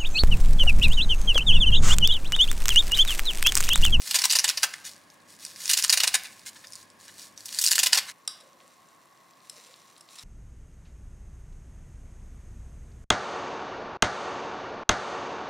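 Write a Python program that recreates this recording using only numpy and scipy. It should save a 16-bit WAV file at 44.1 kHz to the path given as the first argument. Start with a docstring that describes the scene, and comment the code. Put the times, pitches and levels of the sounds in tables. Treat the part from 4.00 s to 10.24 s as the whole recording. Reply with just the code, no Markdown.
"""A fan-toned room noise and a hum come first, as a sheet of dried seaweed rustles in the hand in a small kitchen.
Scissors cut it in three strokes close to the microphone: avalanches of tiny fractures and single brittle snaps,
with stick-slip scrapes and rustling between strokes. At 4.12 s the scene changes abruptly to a table:
wet noodles slide as streams of resonant grains and part in ticks, chopsticks clink on a steel pot that rings
in its modes, and bubbles gulp and pop as damped sines. Scattered echoes and a faint tail surround both places."""
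import sys
import numpy as np
from scipy import signal
from scipy.fft import rfft, irfft
from scipy.io import wavfile
from scipy.ndimage import uniform_filter1d

SR = 44100
rng = np.random.default_rng(int(sys.argv[2]) if len(sys.argv) > 2 else 0)


def wav_record(signal):
    """Record a signal, one row per channel, as 16-bit PCM in the file named by sys.argv[1]."""
    frames = np.transpose(np.atleast_2d(signal))
    bounded = np.clip(frames, -1, 1)
    # unit amplitude maps onto the largest positive 16-bit level
    quanta = np.round(bounded * 32767).astype(np.int16)
    wavfile.write(sys.argv[1], SR, quanta)


N = 275007
TIME = np.arange(N) / SR
BINS = np.fft.rfftfreq(1024, 1 / SR)


def amp(db):
    """Logarithmic level: decibels to amplitude gain."""
    return 10 ** (np.asarray(db) / 20)


def evened(x):
    """Normalization of power: scales to rms 1."""
    return x / np.sqrt(np.mean(x ** 2) + 1e-20)


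def read(points, hz):
    """Logarithmic pitch scale: interpolates a spectrum or other curve over log frequency."""
    f, value = np.transpose(points)
    return np.interp(np.log(hz + 1), np.log(f + 1), value)


def add(mix, s, sound):
    """Superposition: mixes a sound in at time s."""
    part = mix[max(round(s * SR), 0):][:len(sound)]
    part += sound[:len(part)]


def humps(modes, hz):
    """Resonance: broad modes as bumps in dB."""
    return sum(db / (1 + (2 * (hz - f) / width) ** 2) for f, width, db in modes)


def shelves(body_db, edge_db, body_hz=2400, edge_hz=7000):
    """Spectral tilt: lifts the low end (body) and the high end (edge) of a spectrum, in dB."""
    body = body_db / (1 + (BINS / body_hz) ** 4)
    edge = edge_db / (1 + (edge_hz / (BINS + 1)) ** 4)
    return body + edge


def ripple(size=14):
    """Individual resonance: random peaks and dips, since every flake has resonances of its own."""
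    return evened(uniform_filter1d(rng.standard_normal(len(BINS)), size))


def impulse(db):
    """Minimum phase: the causal click of energy 1 whose spectrum has this shape."""
    log_gain = np.log(amp(np.r_[db, db[-2:0:-1]]))
    click = np.fft.ifft(np.exp(np.conj(signal.hilbert(log_gain)))).real
    return click / np.linalg.norm(click)


def crackle(count, per_s, spread_db):
    """Crackling noise: random clicks of rms 1, many small and a few large."""
    size = amp(spread_db * np.minimum(rng.exponential(1, count), 4))
    sign = rng.choice([-1, 1], count)
    happens = rng.random(count) < per_s / SR
    return evened(size * sign * happens)


# likeness of the left and right room noise: hz (Hz), correlation (0 to 1)
AIR_LIKENESS = [(30, 0.67), (100, 0.74), (250, 0.63), (1000, 0.61), (4000, 0.56), (16000, 1)]


def air(colour, db, drone):
    """Partly coherent stationary noise: filtered room noise with the resonance of a distant fan."""
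    hz = np.fft.rfftfreq(N, 1 / SR)
    a, b = rfft(rng.standard_normal((2, N)))
    same = np.clip(read(AIR_LIKENESS, hz), -1, 1)
    pair = np.array([a, same * a + np.sqrt(1 - same ** 2) * b])
    gain = amp(read(colour, hz) + humps(drone, hz))
    return amp(db) * evened(irfft(pair * gain, N))


# spectrum of the room noise at the hob: hz (Hz), relative level_db (dB per Hz)
HOB_AIR = [(15, -40.5), (25, -25.5), (102, -2), (293, 3.5), (439, -3), (575, 3.5), (714, -2.5), (1070, 1),
           (1330, -6.5), (2050, -3.5), (2990, -9.5), (5000, -20), (5430, -35.5), (10400, -38),
           (16000, -27.5)]


def hob_air(rms_db=-58):
    """Resonant noise: the air at the hob, with three humps (Hz, width Hz, dB)."""
    return air(HOB_AIR, rms_db, [(191, 50, 4.8), (1090, 130, 5.6), (1680, 200, 8.1)])


def hum(hum_hz=101, rms_db=-76):
    """Pure tone: the steady mains hum."""
    return amp(rms_db) * np.sqrt(2) * np.sin(2 * np.pi * hum_hz * TIME)


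# scissor strokes: bite_s (s), through_s (s), rubbing level_db before the rustle mix (dB),
# thin_db, the body the first tears lack (dB), edge_db, their extra edge (dB)
STROKES = [(0.067, 0.648, -34.5, 8, 2), (1.653, 2.16, -33.5, 15, 4.5), (3.564, 3.984, -35, 21.5, 13)]
PRESS_DB_PER_S, EASE_DB_PER_S, SETTLE_DB_PER_S = 139, 20, 47


def pressure():
    """Friction under load: blades rub harder until they bite, ease along the cut, then the sheet settles."""
    gain = np.zeros(N)
    for bite, through, db, *_ in STROKES:
        before, after = np.maximum(bite - TIME, 0), np.maximum(TIME - through, 0)
        along = np.clip(TIME - bite, 0, through - bite)
        gain += amp(db - PRESS_DB_PER_S * before - EASE_DB_PER_S * along - SETTLE_DB_PER_S * after)
    return gain


def level(moves, rise, fade, rest_db):
    """Power addition: hand movements swell, hold and die away above a resting level."""
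    power = amp(rest_db) ** 2
    for s, length, db in moves:
        shape = np.clip((TIME - s) / rise, 0, 1) * np.exp(-np.maximum(TIME - s - length, 0) / fade)
        power = power + (amp(db) * shape) ** 2
    return np.sqrt(power)


def rubbing(gain, colour, per_s, spread_db, grain_db, count=12):
    """Granular friction: fine grains, each with a broad resonance, swelling with the movement."""
    out = np.zeros(N)
    for hz in np.geomspace(1800, 12000, count):
        grain = impulse(read(colour, BINS) + humps([(hz, hz / 3, grain_db)], BINS))
        out += signal.oaconvolve(crackle(N, per_s / count, spread_db), grain)[:N]
    return gain * evened(out)


# spectrum of the rubbing sheet: hz (Hz), relative level_db (dB per Hz)
RUB = [(40, -53), (200, -33.5), (900, -12.5), (1700, -6.5), (3000, -5.5), (4500, 2.5), (7000, 0.5),
       (10000, -2.5), (13000, -8.5), (16000, -12)]
# fingers shift their grip: start_s (s), length_s (s), level_db before the rustle mix (dB)
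GRIPS = [(.87, 0.024, -43), (1.265, .07, -52.5), (1.385, 0.11, -45.5), (2.52, 0.25, -55),
         (2.71, 0.11, -53.5), (2.98, 0.17, -52), (3.155, 0.092, -45.5), (3.36, 0.045, -50)]
GRIP_RISE_S, GRIP_FADE_S = .025, 0.034
HELD_DB = -65  # the sheet never lies quite still in the hand; before the rustle mix


def rustle(slide_db=-3.0, flakes_db=-7):
    """Friction noise: the sheet hisses on blades and fingers, and brittle flakes crackle on top."""
    gain = np.hypot(pressure(), level(GRIPS, GRIP_RISE_S, GRIP_FADE_S, HELD_DB))
    slide = amp(slide_db) * rubbing(gain, RUB, per_s=9000, spread_db=5.5, grain_db=7)
    flakes = amp(flakes_db) * rubbing(gain, RUB, per_s=90, spread_db=4.2, grain_db=10)
    return slide + flakes


FREE_BODY_DB, FREE_EDGE_DB = 6, -2  # shelves of the last tear of a stroke


def tear_colour(s):
    """Changing radiation: tears are thin and sharp at the bite and fill out as the strip comes free."""
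    bite, through, _, thin_db, edge_db = min(STROKES, key=lambda stroke: abs(s - stroke[0]))
    uncut = np.interp(s, [bite, through], [1, 0])
    return shelves(FREE_BODY_DB - thin_db * uncut, FREE_EDGE_DB + edge_db * uncut)


# the sheet gives way under the blades: start_s (s), length_s (s), level_db before the trim in tears (dB)
TEARS = [(0.072, 0.0073, -35), (0.108, 0.004, -23.5), (0.142, 0.023, -19.5), (0.186, 0.004, -22),
         (0.215, 0.0029, -24), (0.237, 0.017, -20.5), (0.3, 0.015, -22), (0.328, 0.008, -22),
         (0.35, 0.016, -21.5), (0.385, 0.014, -26.5), (0.441, 0.0078, -19), (0.476, 0.01, -27),
         (0.495, 0.0044, -22), (0.573, 0.0035, -26.5), (0.629, 0.012, -17.5), (1.692, 0.026, -22),
         (1.731, 0.0076, -19), (1.77, 0.0044, -21), (1.786, 0.0082, -23), (1.837, 0.004, -20),
         (1.897, 0.011, -24.5), (1.925, 0.015, -17.5), (1.972, 0.0048, -18.5), (2, 0.0026, -19),
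         (2.031, 0.011, -19), (2.073, 0.0055, -20.5), (2.14, 0.012, -18.5), (3.454, 0.0064, -36),
         (3.587, 0.009, -27.5), (3.612, 0.011, -24), (3.636, 0.013, -22), (3.653, 0.035, -28.5),
         (3.708, 0.017, -21), (3.752, 0.005, -20.5), (3.788, 0.011, -18.5), (3.83, 0.0093, -18),
         (3.859, 0.01, -19.5), (3.928, 0.004, -15.5), (3.944, 0.015, -22.5), (3.971, 0.015, -20.5)]
# spectrum of a fracture in a tear: hz (Hz), relative level_db (dB per Hz)
CRACK = [(30, -67), (120, -44), (250, -35.5), (450, -24), (750, -9), (1500, -8), (2500, -1), (4500, 0),
         (7000, 1), (10000, -3.5), (13000, -8.5), (16000, -14)]
# resonances of sheet and blades: pitch_hz (Hz), width_hz (Hz), lift_db (dB)
SHEET_MODES = [(1019, 150, 3.5), (1566, 160, 4.9), (1810, 390, 3.65), (2720, 390, 4.5), (3700, 500, 2),
               (4210, 320, 2.4), (4950, 460, 4.2), (5880, 410, 2.2)]


def tears(per_s=3800, spread_db=3.5, rise=0.00091, fade=0.0075, flake_db=2.0, gain_db=-0.67):
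    """Fracture avalanche: a crack runs through the sheet in tiny breaks, then dies away."""
    out, t = np.zeros(N), np.arange(SR // 10) / SR
    colour = read(CRACK, BINS) + humps(SHEET_MODES, BINS)
    for s, length, db in TEARS:
        shape = (1 - np.exp(-t / rise)) * np.exp(-np.maximum(t - length, 0) / fade)
        fractures = shape * crackle(len(t), per_s, spread_db)
        fractures *= np.linalg.norm(shape) / np.linalg.norm(fractures)
        click = impulse(colour + tear_colour(s) + flake_db * ripple())
        add(out, s, amp(db + gain_db) * signal.fftconvolve(fractures, click))
    return out


# time of the tick or snap against the tear's start; levels are relative to the tear's, before SNAP_DB
STRAIN_LEAD_S, STRAIN_OVER_TEAR_DB = 0.0042, -0.5  # the lead is scaled at random
BREAK_DELAY_S, BREAK_OVER_TEAR_DB = .004, 15.5
FOLLOW_PER_S, FOLLOW_OVER_TEAR_DB, FOLLOW_SPREAD_DB = 80, 14.5, 3.5


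def snaps_in_tears(count=3):
    """Strain release: a tick as strain builds, the snap that breaks it, and up to count that may follow."""
    rows = []
    for s, length, db in TEARS:
        rows.append((s - STRAIN_LEAD_S * rng.uniform(0.4, 1.8), db + STRAIN_OVER_TEAR_DB))
        rows.append((s + BREAK_DELAY_S, db + BREAK_OVER_TEAR_DB))
        for chance, place, size in rng.random((count, 3)):
            if chance < FOLLOW_PER_S * length / count:
                follow_db = db + FOLLOW_OVER_TEAR_DB + FOLLOW_SPREAD_DB * (2 * size - 1)
                rows.append((s + BREAK_DELAY_S + place * length, follow_db))
    return rows


# brittle fractures that stand out: start_s (s), level_db, the peak before SNAP_DB (dB)
SNAPS = [(0.255, -3), (0.298, -10), (0.311, -5), (0.325, -1), (0.358, -3), (0.388, -1), (0.394, -5),
         (0.491, -4), (0.574, -12), (0.935, -31), (0.964, -35), (1.102, -35), (1.451, -15), (1.464, -22),
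         (1.561, -26), (1.657, -12), (1.679, -12), (1.714, -4), (1.825, -6), (1.848, -2), (1.896, -1),
         (1.901, -2), (1.926, -3), (2.154, -4), (2.671, -29), (2.723, -24), (2.734, -25), (2.755, -22),
         (2.829, -32), (2.902, -35), (3.196, -28), (3.377, -24), (3.407, -27), (3.527, -18), (3.547, -15),
         (3.588, -5), (3.664, -2), (3.675, -3), (3.684, -4), (3.733, -4), (3.781, -4)]
# spectrum of a snap, lone or within a tear, thinner than a tear: hz (Hz), relative level_db (dB per Hz)
SNAP = [(50, -62.5), (400, -35), (900, -24), (1700, -10), (3500, -8), (4600, 4.5), (7000, 2), (10000, -2.5),
        (13000, -14), (16000, -20.5), (20000, -35.5)]
SNAP_DB = -2  # overall trim of every snap (dB)


def snaps(splinter=0.00041, splinter_db=-11, flake_db=4.0):
    """Brittle fracture: one sharp click, with splinters giving way just behind it."""
    out, t = np.zeros(N), np.arange(SR // 200) / SR
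    colour = read(SNAP, BINS) + humps(SHEET_MODES, BINS)
    for s, db in SNAPS + snaps_in_tears():
        splinters = amp(splinter_db) * rng.standard_normal(len(t)) * np.exp(-t / splinter)
        fracture = (t == 0) + splinters
        click = np.convolve(fracture, impulse(colour + flake_db * ripple()))
        add(out, s, amp(db + SNAP_DB) * click / abs(click).max())
    return out


# the sheet drags on a blade as the scissors open or shift, and the scissors tick at pivot or handles (.735,
# 2.235, 2.553, 2.635): # start_s (s), length_s (s), level_db (dB), body_db, the low shelf (dB)
SCRAPES = [(.735, .008, -28.5, 9), (.835, .058, -38, -8), (2.235, .035, -41, 4), (2.445, .062, -39, -7),
           (2.553, .02, -48, 7), (2.635, .025, -47, 10), (3.07, .035, -50, 8), (3.48, .014, -41, -8),
           (4.068, .045, -39, 4)]
# spectrum of a scrape: hz (Hz), relative level_db (dB per Hz)
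SCRAPE = [(50, -71), (700, -21.5), (1300, -11), (1750, -0.5), (2400, -1.5), (3200, -4), (3950, 0.5),
          (4600, -3), (7000, -5), (10000, -10.5), (13000, -19), (16000, -27.5)]


def scrapes(per_s=1800, spread_db=1.5, flake_db=3, edge_db=2, edge_per_body=0.43):
    """Stick-slip: the rough sheet catches and slips on steel, or the scissors' pivot and handles tick, in a
    short swell of fine grains."""
    out = np.zeros(N)
    for s, length, db, body_db in SCRAPES:
        count = max(int(length * SR), 256)
        tilt = shelves(body_db, edge_db - edge_per_body * body_db)
        click = impulse(read(SCRAPE, BINS) + tilt + flake_db * ripple(size=6))
        slips = signal.windows.tukey(count, .8) * crackle(count, per_s, spread_db)
        add(out, s, amp(db) * signal.fftconvolve(slips, click))
    return out


# spectrum of the room noise at the table: hz (Hz), relative level_db (dB per Hz)
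TABLE_AIR = [(15, -68), (25, -43), (145, -6.5), (344, -6.5), (405, -10), (734, -6), (818, -10), (1100, -4),
             (1400, -12), (2050, -10.5), (2220, -17.5), (3430, -21), (7510, -35), (14800, -25.5),
             (16000, -37)]


def table_air(rms_db=-59.5):
    """Resonant noise: the air at the table, with one hump (Hz, width Hz, dB)."""
    return air(TABLE_AIR, rms_db, [(1080, 114, 7.5)])


# chopsticks push wet noodles over each other: start_s (s), length_s (s), level_db before the trim (dB)
STIRS = [(4.31, 0.061, -60.5), (4.57, .16, -66.5), (5.39, 0.15, -61), (5.52, 0.14, -54.5), (5.72, 0.2, -62),
         (6.075, 0.19, -52)]
# spectrum of wet noodles: hz (Hz), relative level_db (dB per Hz)
WET = [(40, -50), (200, -31), (900, -14), (1800, -3), (2800, -3), (4000, 0), (6500, -0.5), (9000, -3),
       (12000, -11.5), (16000, -19)]
STIR_RISE_S, STIR_FADE_S = .05, .1
HANGING_DB = -67.5  # hanging noodles keep sliding faintly; before the trim


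def noodles(trim_db=-0.5):
    """Wet friction: pushed noodles slide over each other in a stream of grains."""
    gain = level(STIRS, STIR_RISE_S, STIR_FADE_S, HANGING_DB)
    return amp(trim_db) * rubbing(gain, WET, per_s=3000, spread_db=4, grain_db=6)


def strands(rms_db=-72):
    """Adhesion: sticky noodles part in faint, sparse ticks."""
    return rubbing(amp(rms_db), WET, per_s=90, spread_db=3.2, grain_db=10)


# chopsticks touch the pot: start_s (s), level_db, the tick's peak (dB), edge_db, its high shelf (dB),
# steel_db, relative ring of the steel (dB)
CLINKS = [(4.2762, -16, 1, 0), (4.2775, -16, 1, 0), (4.403, -42, -8, -6), (4.409, -43, -8, -6),
          (5.497, -26, 10, -26), (5.979, -45, 5, -3), (6.009, -39, 7, -8), (6.186, -32, -8, -5),
          (6.194, -32, -8, -5)]
# spectrum of a chopstick's dry tick: hz (Hz), relative level_db (dB per Hz)
STICK = [(40, -72.5), (300, -31), (1200, -17), (2600, -15), (4000, -2.5), (4500, -19), (5400, 2),
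         (6500, -22.5), (7800, -5.5), (8800, -7.5), (9500, -17), (10700, -7.5), (12000, -26),
         (16000, -38.5)]
# modes of the pot: pitch_hz (Hz), relative level_db (dB), t60_s (s)
POT = [(1066, -37, .2), (1257, -28, .14), (1520, -34, .2), (1880, -32, .25), (3880, -35, .2),
       (3987, -34, .25), (4815, -12, .12), (5270, -37, .22), (5620, -38, .22), (7817, -38, .2),
       (8735, -30, .25), (8860, -35, .25), (9870, -30, .07), (10720, -42, .25)]


def clinks(contact=0.0026, tick_db=0, ring_db=-4):
    """Modal excitation: a chopstick chatters briefly on the rim, and the steel rings on."""
    out, t = np.zeros(N), np.arange(SR // 2) / SR
    for s, db, edge_db, steel_db in CLINKS:
        chatter = rng.standard_normal(len(t)) * np.exp(-t / contact)
        tick = signal.fftconvolve(chatter, impulse(read(STICK, BINS) + shelves(0, edge_db)))[:len(t)]
        tick /= abs(tick).max()
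        ring = sum(amp(mode_db - 60 * t / t60) * np.sin(2 * np.pi * hz * t) for hz, mode_db, t60 in POT)
        ring *= 1 - np.exp(-t / contact)  # the ring builds up during the contact
        add(out, s, amp(db) * (amp(tick_db) * tick + amp(steel_db + ring_db) * ring))
    return out


def bubbles(rows, cycles, glide):
    """Bubble resonance: a damped sine swells and decays over some cycles while its pitch creeps up."""
    out, t = np.zeros(N), np.arange(SR // 6) / SR
    for s, db, hz in rows:
        age = t * hz / cycles
        envelope = age * np.exp(1 - age)
        add(out, s, amp(db) * envelope * np.sin(2 * np.pi * hz * t * (1 + glide * age)))
    return out


# air pockets gulp in the broth: start_s, cluster centre (s), level_db, peak per bubble (dB),
# pitch_hz, cluster centre (Hz)
GULPS = [(4.36, -62, 720), (4.42, -62, 590), (4.45, -60, 500), (4.555, -62, 510), (4.635, -64, 550),
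         (5.545, -60, 540), (5.572, -58, 510), (5.678, -61, 510)]


def gulps(count=6):
    """Entrained air: a small cluster of quickly damped bubbles of about one size."""
    rows = []
    for s, db, hz in GULPS:
        late, pitch = rng.uniform(-1.1, 1, (2, count))
        rows += zip(s + .02 * late, np.full(count, db), hz * (1 + .1 * pitch))
    return bubbles(rows, cycles=1.9, glide=.005)


# films of broth pop: start_s (s), level_db, envelope peak (dB), pitch_hz, initial (Hz)
POPS = [(4.587, -54, 7000), (4.604, -44, 2890), (4.679, -39.5, 7800), (4.703, -57, 6000),
        (4.742, -45.5, 6500), (4.888, -43, 6880), (5.309, -46.5, 5250), (5.336, -45.5, 4480),
        (5.405, -45, 4130), (5.543, -51, 7900), (5.566, -37, 5530), (5.741, -34.5, 3800),
        (5.903, -45, 6000), (5.965, -40, 3960), (6.089, -37.5, 3900)]


def pops():
    """Film rupture: each bursting film of broth gives one very short damped sine."""
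    return bubbles(POPS, cycles=0.65, glide=.01)


# scattered echoes off nearby things: delay_s (s), relative level_db (dB)
ECHOES = [(.0006, 14), (.004, -4.5), (.0088, -13)]
# how long the kitchen rings: hz (Hz), t60_s (s)
ROOM_T60 = [(200, 0.56), (1000, 0.68), (2300, 0.58), (4500, 0.33), (9000, 0.18), (16000, 0.4)]
NEAR_SIDE_DB = -21  # how far the near echoes differ between the two microphone ports


def kitchen(x, near_db, near_t60, tail_db, near_side_db, width=0.079):
    """Scattering and reverberation: hand, pot and hob echo within milliseconds; walls add a faint tail."""
    t = np.arange(SR * 2 // 3) / SR
    taps = rng.choice([-1., 1.], (4, len(t))) * (rng.random((4, len(t))) < 5000 / SR)
    near = taps[2:] * sum(amp(db - 60 * abs(t - delay) / near_t60) * (t > delay) for delay, db in ECHOES)
    near /= np.linalg.norm(near, axis=1, keepdims=True)
    hz, when, z = signal.stft(taps[:2] * (t > .01), SR, nperseg=256)
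    decay = amp(-60 * when / read(ROOM_T60, hz)[:, None])
    tail = signal.istft(z * decay, SR, nperseg=256)[1][:, :len(t)]
    tail /= np.linalg.norm(tail[0])
    # the two microphone ports are close together, so they hear nearly the same echoes
    mid = amp(near_db) * near[0] + amp(tail_db) * tail[0]
    side = amp(near_side_db) * near[1] + amp(tail_db) * width * tail[1]
    echoes = np.array([mid + side, mid - side])
    return x + signal.fftconvolve(x[None], echoes, axes=1)[:, :N]


def at_hob():
    """Superposition in a room: the cutting with its echoes, over a faint fan and mains hum."""
    seaweed = tears() + snaps() + scrapes() + rustle()
    echoed = kitchen(seaweed, near_db=-6.5, near_t60=0.038, tail_db=-14.5, near_side_db=NEAR_SIDE_DB)
    return echoed + hob_air() + hum()


def at_table():
    """Direct-to-reverberant balance: the stirring, a little farther from the microphone."""
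    meal = clinks() + noodles() + strands() + pops() + gulps()
    echoed = kitchen(meal, near_db=-9.5, near_t60=0.0084, tail_db=-8.0, near_side_db=NEAR_SIDE_DB)
    return echoed + table_air()


def scene(table_from_s=4.12):
    """Linear crossfade: cutting at the hob, then an abrupt 4 ms change to stirring at the table."""
    change = np.clip((TIME - table_from_s) / .004, 0, 1)
    return (1 - change) * at_hob() + change * at_table()


def record(dry, edge_hz=15950):
    """Band limitation: a linear-phase low-pass filter removes the highest treble."""
    lowpass = signal.firwin(401, edge_hz, window=("kaiser", 8), fs=SR)
    return signal.oaconvolve(dry, lowpass[None], "same")


dry = scene()
out = record(dry)
wav_record(out)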